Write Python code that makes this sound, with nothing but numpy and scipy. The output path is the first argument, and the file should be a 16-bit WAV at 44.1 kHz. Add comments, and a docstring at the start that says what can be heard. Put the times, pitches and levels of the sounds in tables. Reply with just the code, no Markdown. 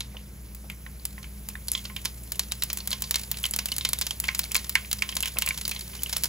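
"""Sharp cracks and small plops stand out from a fine sizzle: seeds frying in hot oil in a wok, close by.
Each splitting husk is a broadband impulse, each steam bubble under the oil a damped oscillator, and both
excite the modes of the steel bowl. Some split seeds hiss out steam, and the sizzle thickens as the seeds
heat up. Behind are three soft bumps and the hum of a kitchen appliance."""
import sys
import numpy as np
from scipy import signal
from scipy.fft import rfft, irfft, next_fast_len
from scipy.io import wavfile
from scipy.ndimage import uniform_filter1d, map_coordinates

SR = 44100
rng = np.random.default_rng(int(sys.argv[2]) if len(sys.argv) > 2 else 0)


def unload_audio(sound):
    """Save the sound as a 16-bit wav file, at the path given as the first command line argument."""
    columns = np.transpose(np.atleast_2d(sound))
    # keep every value between -1 and 1, then stretch to whole-number steps
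    steps = np.round(np.clip(columns, -1, 1) * 32767)
    wavfile.write(sys.argv[1], SR, steps.astype(np.int16))


N = 276948

# Spectrum of a fracture: (frequency [Hz], level [dB])
FRACTURE_SPECTRUM = [(200, -28), (500, -14.5), (1000, -12), (2500, -7), (4500, -1.5), (6500, -3.5),
                     (10000, 0), (13000, -4.5), (15500, -3.5), (16300, -18), (16900, -48)]
def husk_crack(db, mid_db, top_db, t):
    """Brittle fracture: a spike and its splinters radiate a broad spectrum, coloured by the seed."""
    splinters = rng.standard_normal((2, len(t))) * decay(t, -.0005, t60=.004)
    spike = (t == t[t >= 0][0]) * rng.choice([-1, 1]) * np.array([[1], [.4]])
    blow = spike + .45 * splinters / np.linalg.norm(splinters, axis=1, keepdims=True)
    scatter_db = -10 - 0.39 * db + 0.059 * mid_db  # a smaller share if loud, a larger one if full
    burst = amp(14.5) * blow + amp(scatter_db) * reflections(t, echo_db=3.5)
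    mid = lambda f: mid_db * curve([(6000, 0.81), (8000, 0.15)], f)
    top = lambda f: top_db * curve([(12500, 0.081), (14000, 0.89)], f)
    return amp(db) * filtered(burst, lambda f: amp(curve(FRACTURE_SPECTRUM, f) + mid(f) + top(f)))


# Distinct husk fractures: (time [s], treble level [dB], mid colour [dB], top colour [dB])
HUSK_FRACTURES = [(0.0063, -19.5, -0.5, -3), (0.5482, -31, -10.5, 13), (0.7004, -23.5, -16, -3),
                  (1.0536, -8.5, -12, 3), (1.229, -40, 5.5, 0.0), (1.488, -18, -6, 7),
                  (1.673, -25, -14.5, -10.0), (1.6837, -10.5, -14, -6.0), (1.7177, 1, -20, -23),
                  (1.7766, -26, -7, -3.0), (1.842, -32, -10, -5.0), (1.8527, -35, 12.5, 0.0),
                  (1.964, -26.0, -5, 5), (2.0158, -31.0, -11, 2), (2.051, -19, 0, -5.0),
                  (2.056, -12.5, 5, -3), (2.2354, -26.0, -22, 0.0), (2.3203, -14.5, -2, 8),
                  (2.3569, -24, -8, -2.0), (2.395, -5.5, 0, -1), (2.433, -41, 9, 0.0),
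                  (2.5208, -11, 0.5, -4), (2.623, -16, 4, -3.0), (2.6363, -7.5, -9, 8),
                  (2.7015, -24.5, 10.5, -1), (2.7311, -16, -8.5, 16), (2.7732, -13, -6.5, -3),
                  (2.786, -24, -2, 1.0), (2.875, -11.5, -5, 4), (2.9065, -13.5, -10, -6.0),
                  (2.9148, -20.5, -12, -1.0), (2.9232, -22, -6, 0.0), (2.9295, -21.5, 10.5, 3.0),
                  (3.0062, -31, -7, 8), (3.0222, -10, -5.5, 1), (3.1104, -8.0, -1, 7),
                  (3.1431, -17, 4.5, -2), (3.1579, -8.5, 3, -1), (3.1838, -28, -1, -3.0),
                  (3.1947, -23, 0, -5.0), (3.214, -28, -5, 8), (3.2347, -23, -3, 1.0),
                  (3.3154, -12, -3, 13), (3.371, -24.5, 1.5, -2.0), (3.3862, -25, -3, -2.0),
                  (3.4003, -28, -21, 10), (3.4083, -27, -20, 2.0), (3.432, -10, -24, -14.0),
                  (3.4394, -11, -25, -2), (3.454, -14, -0.5, -7.0), (3.464, -10.5, -12, -4.0),
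                  (3.4871, -29, -11, 0.0), (3.511, -4.5, -28, -11.0), (3.5374, -17, 5.5, 3),
                  (3.5631, -8, -11.5, 3), (3.5895, -12.5, 5.5, -1), (3.658, -10.5, -4, 5),
                  (3.686, -20, -6, -3.0), (3.7187, -22, -3, 0.0), (3.7222, -12, -24, -6.0),
                  (3.74, -25, -14, -8.0), (3.765, -11, -11, -6.0), (3.7834, -6.5, -10, 0),
                  (3.851, -11, 4.5, 1.0), (3.8902, -9, -10.5, 1), (3.933, -7, 0, -1),
                  (3.9884, -9, -13.5, -10.0), (4.0134, -9.5, -1.5, 1), (4.0675, -14.5, 2, -1.0),
                  (4.1088, -16.5, 2, -7.0), (4.2014, -6, -15, 5), (4.2406, -13, -18, -12.0),
                  (4.254, -27, -1, 0.0), (4.2718, -25, -7, -13.0), (4.283, -30, 15.5, 0.0),
                  (4.349, -14, 0.5, 0), (4.3797, -20, -23, -4.0), (4.387, -18.0, -22, -7.0),
                  (4.3928, -7.5, -0.5, 9), (4.4157, -32, -1, 0.0), (4.4387, -27, 4.5, 1.0),
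                  (4.4499, -24, -9, 0.0), (4.5182, -12.5, -4.5, 2), (4.5465, -6, -4.5, -8),
                  (4.5542, -11.5, 6.5, -7.0), (4.5656, -6.5, -6, 0.0), (4.644, -26.5, 0, 0.0),
                  (4.695, -14, -4, 11), (4.754, -7, -1, -7), (4.914, -14, -3, 7), (4.93, -7.5, -4, 2),
                  (4.986, -27, -4, 0.0), (5.0223, -14, 2.5, -6), (5.091, -21.5, 6, -6.0),
                  (5.1165, -30, -2, -3.0), (5.1536, -14.5, -12, -2.0), (5.1678, -10, 1.5, -2.0),
                  (5.206, -8.5, -8.5, -9), (5.2273, -8, -12, -3.0), (5.2315, -20, -12.0, 4.0),
                  (5.2475, -29, 0, 6.0), (5.2582, -13, -10, -3), (5.275, -22, -1, -3.0),
                  (5.281, -24, 2, 4.0), (5.3388, -31, -13, 6), (5.387, -6, -7, 8), (5.415, -27, 4, -4),
                  (5.422, -8.5, -4, -2.0), (5.4632, -10.5, -9, 6), (5.477, -18, -11, 5.0),
                  (5.4892, -5.5, -9, -8.0), (5.544, -33, 7, 0.0), (5.5762, -18, -0.5, -2),
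                  (5.5848, -25.0, -1.0, -3), (5.6129, -18, 0.5, -14.0), (5.6528, -25, 2, 6.0),
                  (5.6794, -13, -7, 9), (5.694, -14, -6.5, -1.0), (5.7132, -17.5, -2, 5),
                  (5.7483, -33, 5, 4.0), (5.7931, -21.5, -4.5, -3), (5.8098, -20, -9, -5.0),
                  (5.877, -38, -1, 7.0), (5.951, -30, 5, -2), (6.0208, -29, 0, 1), (6.0344, -8, -13, 10),
                  (6.0694, -26.0, -11, -4.0), (6.095, -19.5, -0.5, 2.0), (6.1282, -16.5, 5.5, -7),
                  (6.133, -19.5, 4.5, 4.0), (6.1647, -24, 10, 6), (6.1682, -8.5, -8, 4),
                  (6.1814, -18, -11, -1.0), (6.224, -25, -12, 1.0), (6.2365, -7.5, -1.5, 1),
                  (6.2428, -10, -3, 6), (6.2565, -16, 0.5, 0)]
def husk_cracks():
    """Superposed impulses: distinct cracks, and faint random ones whose rate rises with the heat."""
    lead_in_s = .002
    out, t = np.zeros((2, N)), np.arange(SR // 8) / SR - lead_in_s
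    for s, db, mid_db, top_db in HUSK_FRACTURES:
        add(out, s - lead_in_s, husk_crack(db, mid_db, top_db, t))
    for when, size, mid, top in rng.random((190, 4)):
        faint = husk_crack(-43 - 2 * np.log(size), 12 * (mid - 1), 12 * (top - .5), t[:SR // 90])
        add(out, N / SR * when ** 0.34, faint)
    return out


# Bursting steam bubbles: (time [s], level [dB], frequency [Hz], 60 dB decay time [cycles])
STEAM_BUBBLES = [(0.0064, -22, 3870, 33), (0.1684, -32, 2980, 33), (0.6996, -24.5, 2340, 9),
                 (0.864, -31.5, 1900, 20), (0.997, -42.5, 4400, 40), (1.18, -32.5, 1950, 17),
                 (1.2423, -30, 2290, 6), (1.501, -38, 2700, 13), (1.5541, -28.5, 1770, 21),
                 (1.683, -23.5, 4580, 45), (1.7506, -16.5, 3370, 38), (1.777, -31.5, 3400, 40),
                 (1.7912, -34, 3300, 25), (1.852, -29.5, 3030, 10), (1.899, -30, 1930, 8),
                 (1.964, -19.5, 2920, 8.5), (2.055, -33, 4400, 36), (2.347, -40, 3040, 19),
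                 (2.5145, -32, 3840, 65), (2.6232, -19.5, 3950, 38), (2.7, -36, 2600, 25),
                 (2.804, -26.5, 4340, 50), (2.915, -19.5, 4280, 40), (2.93, -22, 3200, 36),
                 (3.0393, -20.5, 4400, 10), (3.1431, -16.5, 3660, 23), (3.342, -28, 3130, 6),
                 (3.44, -16, 3150, 27), (3.455, -23.5, 3050, 49), (3.5895, -21.5, 2730, 10),
                 (3.6877, -31, 2760, 30), (3.718, -19.5, 4320, 42), (3.723, -27, 2970, 83),
                 (3.81, -20, 3730, 20), (3.8497, -13, 3690, 18), (3.9828, -37, 3670, 61),
                 (4.0178, -22.5, 3200, 17), (4.0203, -22, 5040, 35), (4.1079, -24.5, 3190, 57),
                 (4.2394, -17, 2680, 3.5), (4.288, -14, 2140, 25), (4.347, -29, 2400, 13),
                 (4.4341, -27.5, 4130, 35), (4.455, -39.5, 2210, 45), (4.513, -31.5, 2490, 25),
                 (4.554, -12.5, 2400, 12), (4.579, -24.5, 4300, 40), (4.7545, -6.5, 2150, 19.5),
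                 (4.848, -30, 2470, 13), (4.9143, -20.5, 3830, 26), (4.99, -32, 4950, 45),
                 (5.0224, -12.5, 2320, 20), (5.0905, -23.5, 3200, 8), (5.1247, -24.5, 2880, 11),
                 (5.232, -16.5, 2900, 14), (5.2573, -17, 2780, 12), (5.2763, -28, 2970, 27),
                 (5.3702, -22, 2520, 17), (5.4214, -14, 2900, 15), (5.4749, -17, 2340, 14),
                 (5.5076, -19, 2270, 37), (5.6521, -21, 4790, 55), (5.716, -18.5, 2650, 3),
                 (5.7622, -22.5, 3380, 11), (5.811, -30, 4430, 47), (5.9335, -30, 2740, 5),
                 (5.992, -40.5, 3030, 90), (6.061, -26.5, 2920, 32), (6.131, -23.5, 4600, 40)]
def bubble_plops():
    """Damped oscillation: each bubble rings and excites the steel modes near and below its pitch."""
    out, t = np.zeros((2, N)), np.arange(SR // 5) / SR
    for s, db, hz, cycles in STEAM_BUBBLES:
        partial = lambda ratio: np.sin(2 * np.pi * ratio * hz * t + [[0], [np.pi / 2]])
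        tone = partial(1) + amp(-15) * partial(2.02)
        ring = tone * decay(t, 0, t60=abs(cycles) / hz) * attack(t, .0003)
        scatter = filtered(reflections(t, echo_db=-26), lambda f: resonance(f, hz, 0.77 * hz) ** 2)
        drive = lambda f: resonance(f, hz, 1.53 * hz) ** 2 / (1 + (f / (1.6 * hz)) ** 4)
        modes = lambda f: sum(
            amp(level + rng.normal(0, 4.6)) * rng.choice([-1, 1]) * resonance(f, centre, width)
            for centre, width, level in STEEL_MODES)
        steel = filtered((t == 0) * np.array([[1], [.5]]), lambda f: drive(f) * modes(f))
        puff = rng.standard_normal((2, len(t))) * decay(t, 0, t60=0.017)
        thump = filtered(puff, lambda f: resonance(f, 950, 2200) ** 2)
        steel_db, thump_db = 21 - 0.073 * db, -15 - 0.25 * db  # both grow less than the ring
        plop = amp(6.5) * ring + amp(3) * scatter + amp(steel_db) * steel + amp(thump_db) * thump
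        add(out, s, amp(db) * plop)
    return out


# Normal modes of the steel bowl: (frequency [Hz], bandwidth [Hz], level [dB])
STEEL_MODES = [(905, 34, 0), (1055, 28, 6), (1565, 20, -9), (2030, 20, -6), (2155, 20, 1), (2290, 60, -10),
               (2550, 16, -5), (2785, 24, -3), (3020, 70, -6), (3230, 20, -5), (3655, 16, -4),
               (4160, 22, -3), (4480, 40, -6)]
def wok_ring(sound, ring_db):
    """Forced vibration: the modes of the steel add their response to the sound that drives them."""
    modes = lambda f: sum(amp(db) * resonance(f, hz, width) for hz, width, db in STEEL_MODES)
    return filtered(sound, lambda f: 1 + amp(ring_db) * modes(f))


def reflections(t, echo_db):
    """Reverberation as decaying noise: an echo and scatter in the bowl, a duller kitchen."""
    lowpass = lambda f, hz: (f < 15850) / (1 + (f / hz) ** 2)
    noise = rng.standard_normal((2, 2, len(t)))
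    bowl, kitchen = filtered(noise, lambda f: [[lowpass(f, 13000)], [lowpass(f, 9000)]])
    echo = amp(echo_db) * decay(t, 0.003, t60=0.0017)
    scatter = decay(t, .0006, t60=0.031)
    return bowl * (echo + scatter) + kitchen * amp(-12.5) * decay(t, 0.0013, t60=0.19)


# Steam escaping from seeds: (time [s], level [dB], centre frequency [Hz], 60 dB decay time [s])
STEAM_JETS = [(1.721, -36.5, 6850, 0.41), (2.9, -58, 5000, 0.17), (3.431, -51, 8000, 0.18),
              (4.014, -14, 5000, 0.038), (4.547, -24.5, 4900, 0.17), (5.256, -28, 6000, 0.1),
              (5.46, -36, 5930, 0.37), (6.16, -39, 6100, 0.26)]
def steam_jets():
    """Jet noise: a split seed hisses for a moment, in uneven spurts."""
    out, t = np.zeros((2, N)), np.arange(SR // 5) / SR
    for s, db, hz, t60 in STEAM_JETS:
        noise = rng.standard_normal((2, len(t)))
        hiss = unit_rms(filtered(noise, lambda f: resonance(f, hz, hz) * (f < 15850)))
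        spurts_db = 3.4 * wobble(130)[:len(t)]
        add(out, s, amp(db + spurts_db) * hiss * decay(t, 0, t60) * attack(t, 0.0075))
    return out


# Spectrum of the broad froth: (frequency [Hz], spectral level [dB])
FROTH_SPECTRUM = [(300, -1.5), (700, -5.5), (1300, -9), (2200, -0.5), (3000, -3.5), (4500, -2),
                  (6000, -2.5), (8000, -5), (11000, 1), (15700, -16), (15950, -80)]
# Growth of the froth: (time [s], level [dB])
FROTH_ENVELOPE = [(0.0, -53.5), (0.49, -55.5), (1.57, -53.5), (1.85, -52.5), (2.31, -52), (2.94, -49),
                  (3.41, -48), (3.73, -47), (4.72, -48.5), (5.54, -48.5), (5.95, -47), (6.28, -47)]
# Spectrum of the finer fizz: (frequency [Hz], spectral level [dB])
FIZZ_SPECTRUM = [(4000, -28), (7000, -9), (8500, -5), (9600, -1), (10800, 0), (12500, -2.5), (14000, -1.5),
                 (15650, -1.5), (15900, -70)]
def sizzle():
    """Incoherent summation: dense small bubbles merge into noise, a froth under a fizz that heats up."""
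    t = np.arange(N) / SR
    cold_db, hot_db, heating_s = -57.5, -47.5, 1.54
    fizz_db = hot_db + (cold_db - hot_db) * np.exp(-t / heating_s)
    froth_db = np.interp(t, *np.transpose(FROTH_ENVELOPE))
    froth = wok_ring(patchy_noise(FROTH_SPECTRUM, patch_db=1.9), ring_db=-7)
    fizz = patchy_noise(FIZZ_SPECTRUM, patch_db=1.4)
    return amp(froth_db) * froth + amp(fizz_db) * fizz


# Dull bumps: (time [s], level [dB], centre frequency [Hz])
DULL_BUMPS = [(.142, -40.5, 640), (0.638, -44, 520), (5.357, -34.5, 645)]
def soft_bumps():
    """Band-limited transients: low puffs of noise with a gradual onset sound soft and dull."""
    out, t = np.zeros((2, N)), np.arange(SR // 8) / SR
    for s, db, hz in DULL_BUMPS:
        noise = rng.standard_normal((2, len(t)))
        puff = unit_rms(filtered(noise, lambda f: resonance(f, hz, 1.46 * hz) ** 2))
        add(out, s, amp(db) * puff * decay(t, 0, t60=0.099) * attack(t, 0.0049))
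    return out


# Motor tones: (frequency [Hz], level [dB], fluctuation [dB])
MOTOR_LINES = [(59.3, -43.5, 0.1), (118.7, -55, -1), (119.7, -69, 3), (152, -58, 1.2), (201.7, -54.5, 2.5)]
# Spectrum of the rumble: (frequency [Hz], spectral level [dB])
RUMBLE_SPECTRUM = [(25, -25), (40, -6), (50, 0), (100, -1), (140, -3.5), (190, -4), (240, -12), (400, -15),
                   (800, -25), (1500, -25.5), (4000, -43)]
def appliance_hum():
    """Periodic vibration: a motor gives a line spectrum, wavering slightly over a low rumble."""
    t, tones = np.arange(N) / SR, 0
    for hz, db, waver_db in MOTOR_LINES:
        peak = np.sqrt(2) * amp(db + waver_db * wobble(11))
        tones += peak * np.sin(2 * np.pi * hz * t + 0.065 * wobble(2.84))
    return tones * [[1], [.05]] + amp(-49) * patchy_noise(RUMBLE_SPECTRUM, patch_db=0.5)


# Likeness of the two microphone ports: (frequency [Hz], coherence [1])
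PORT_COHERENCE = [(60, 0.98), (250, 0.91), (700, 0.69), (1300, 0.48), (2200, 0.38), (4000, 0.99), (6800, 1),
                  (8200, 0.91), (16000, 1)]
# Lead of left over right: (frequency [Hz], phase [rad])
PORT_PHASE = [(1000, 0), (2100, 0.25), (2700, -1.5), (4200, -1.32), (6100, -1), (7500, 1.3), (8200, -3),
              (9200, -3)]
# Left minus right: (frequency [Hz], level difference [dB])
PORT_BALANCE = [(60, 0.6), (700, -0.5), (1300, -1.5), (3000, -4), (4500, 0), (7000, -4), (8300, -0.5)]
def microphone_ports(pair):
    """Sum and difference stereo: left and right share the first signal and differ by the second."""
    angle = lambda f: np.arccos(np.clip(curve(PORT_COHERENCE, f), -1, 1)) / 2
    shared, apart = filtered(pair, lambda f: np.array([np.cos(angle(f)), np.sin(angle(f))]))
    treble_lead_s = 0.00024  # the highest frequencies reach the left port first
    phase = lambda f: np.where(f < 9000, curve(PORT_PHASE, f), 2 * np.pi * (f - 11200) * treble_lead_s)
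    left = lambda f: amp(curve(PORT_BALANCE, f) / 2) * np.exp(.5j * phase(f))
    return filtered(np.array([shared + apart, shared - apart]), lambda f: np.array([left(f), 1 / left(f)]))


def patchy_noise(spectrum, patch_db):
    """Random modulation: two independent noises share patches of gain in time and frequency."""
    cells = signal.stft(rng.standard_normal((2, N)), nperseg=256)[2]
    patches = uniform_filter1d(rng.standard_normal(cells.shape[1:]), size=8, axis=0)
    patches = uniform_filter1d(patches, size=8, axis=1)
    pair = signal.istft(cells * amp(patch_db * unit_rms(patches)), nperseg=256)[1][:, :N]
    return unit_rms(filtered(pair, lambda f: amp(curve(spectrum, f))))


def resonance(f, hz, width_hz):
    """Complex response of a damped resonator."""
    return 1j * f * width_hz / (hz * hz - f * f + 1j * f * width_hz)


def decay(t, start, t60):
    """Exponential decay from start, by 60 dB in t60 seconds."""
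    return (t >= start) * amp(-60 * (t - start) / t60)


def attack(t, rise_s):
    """Exponential approach to 1."""
    return 1 - np.exp(-t / rise_s)


def amp(db):
    """Amplitude ratio of a level."""
    return 10 ** (np.asarray(db) / 20)


def unit_rms(x):
    """Normalisation to rms 1."""
    return x / np.sqrt(np.mean(x ** 2) + 1e-20)


def curve(points, hz):
    """Interpolation of (frequency, value) points on a log frequency axis."""
    f, values = np.transpose(points)
    return np.interp(np.log(hz + 1), np.log(f + 1), values)


def wobble(rate):
    """Smooth random fluctuation, with rate knots a second."""
    return map_coordinates(rng.standard_normal(int(N * rate / SR) + 4), [np.arange(N) * rate / SR])


def filtered(x, response):
    """Linear filtering: the spectrum of x times a frequency response."""
    size = next_fast_len(x.shape[-1] + 4096)
    return irfft(rfft(x, size) * response(np.fft.rfftfreq(size, 1 / SR)), size)[..., :x.shape[-1]]


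def add(track, s, sound):
    """Superposition of a signal pair on the track at time s."""
    part = track[:, round(s * SR):][:, :sound.shape[1]]
    part += sound[:, :part.shape[1]]


def scene():
    """Superposition: the bursts ring the wok and sum with the other sources at the microphone."""
    bursts = wok_ring(husk_cracks() + bubble_plops(), ring_db=-5)
    return microphone_ports(bursts + steam_jets() + soft_bumps() + sizzle() + appliance_hum())


def record(dry):
    """Band limiting: nothing above 17 kHz passes."""
    return filtered(dry, lambda f: f < 17000)


dry = scene()
out = record(dry)
unload_audio(out)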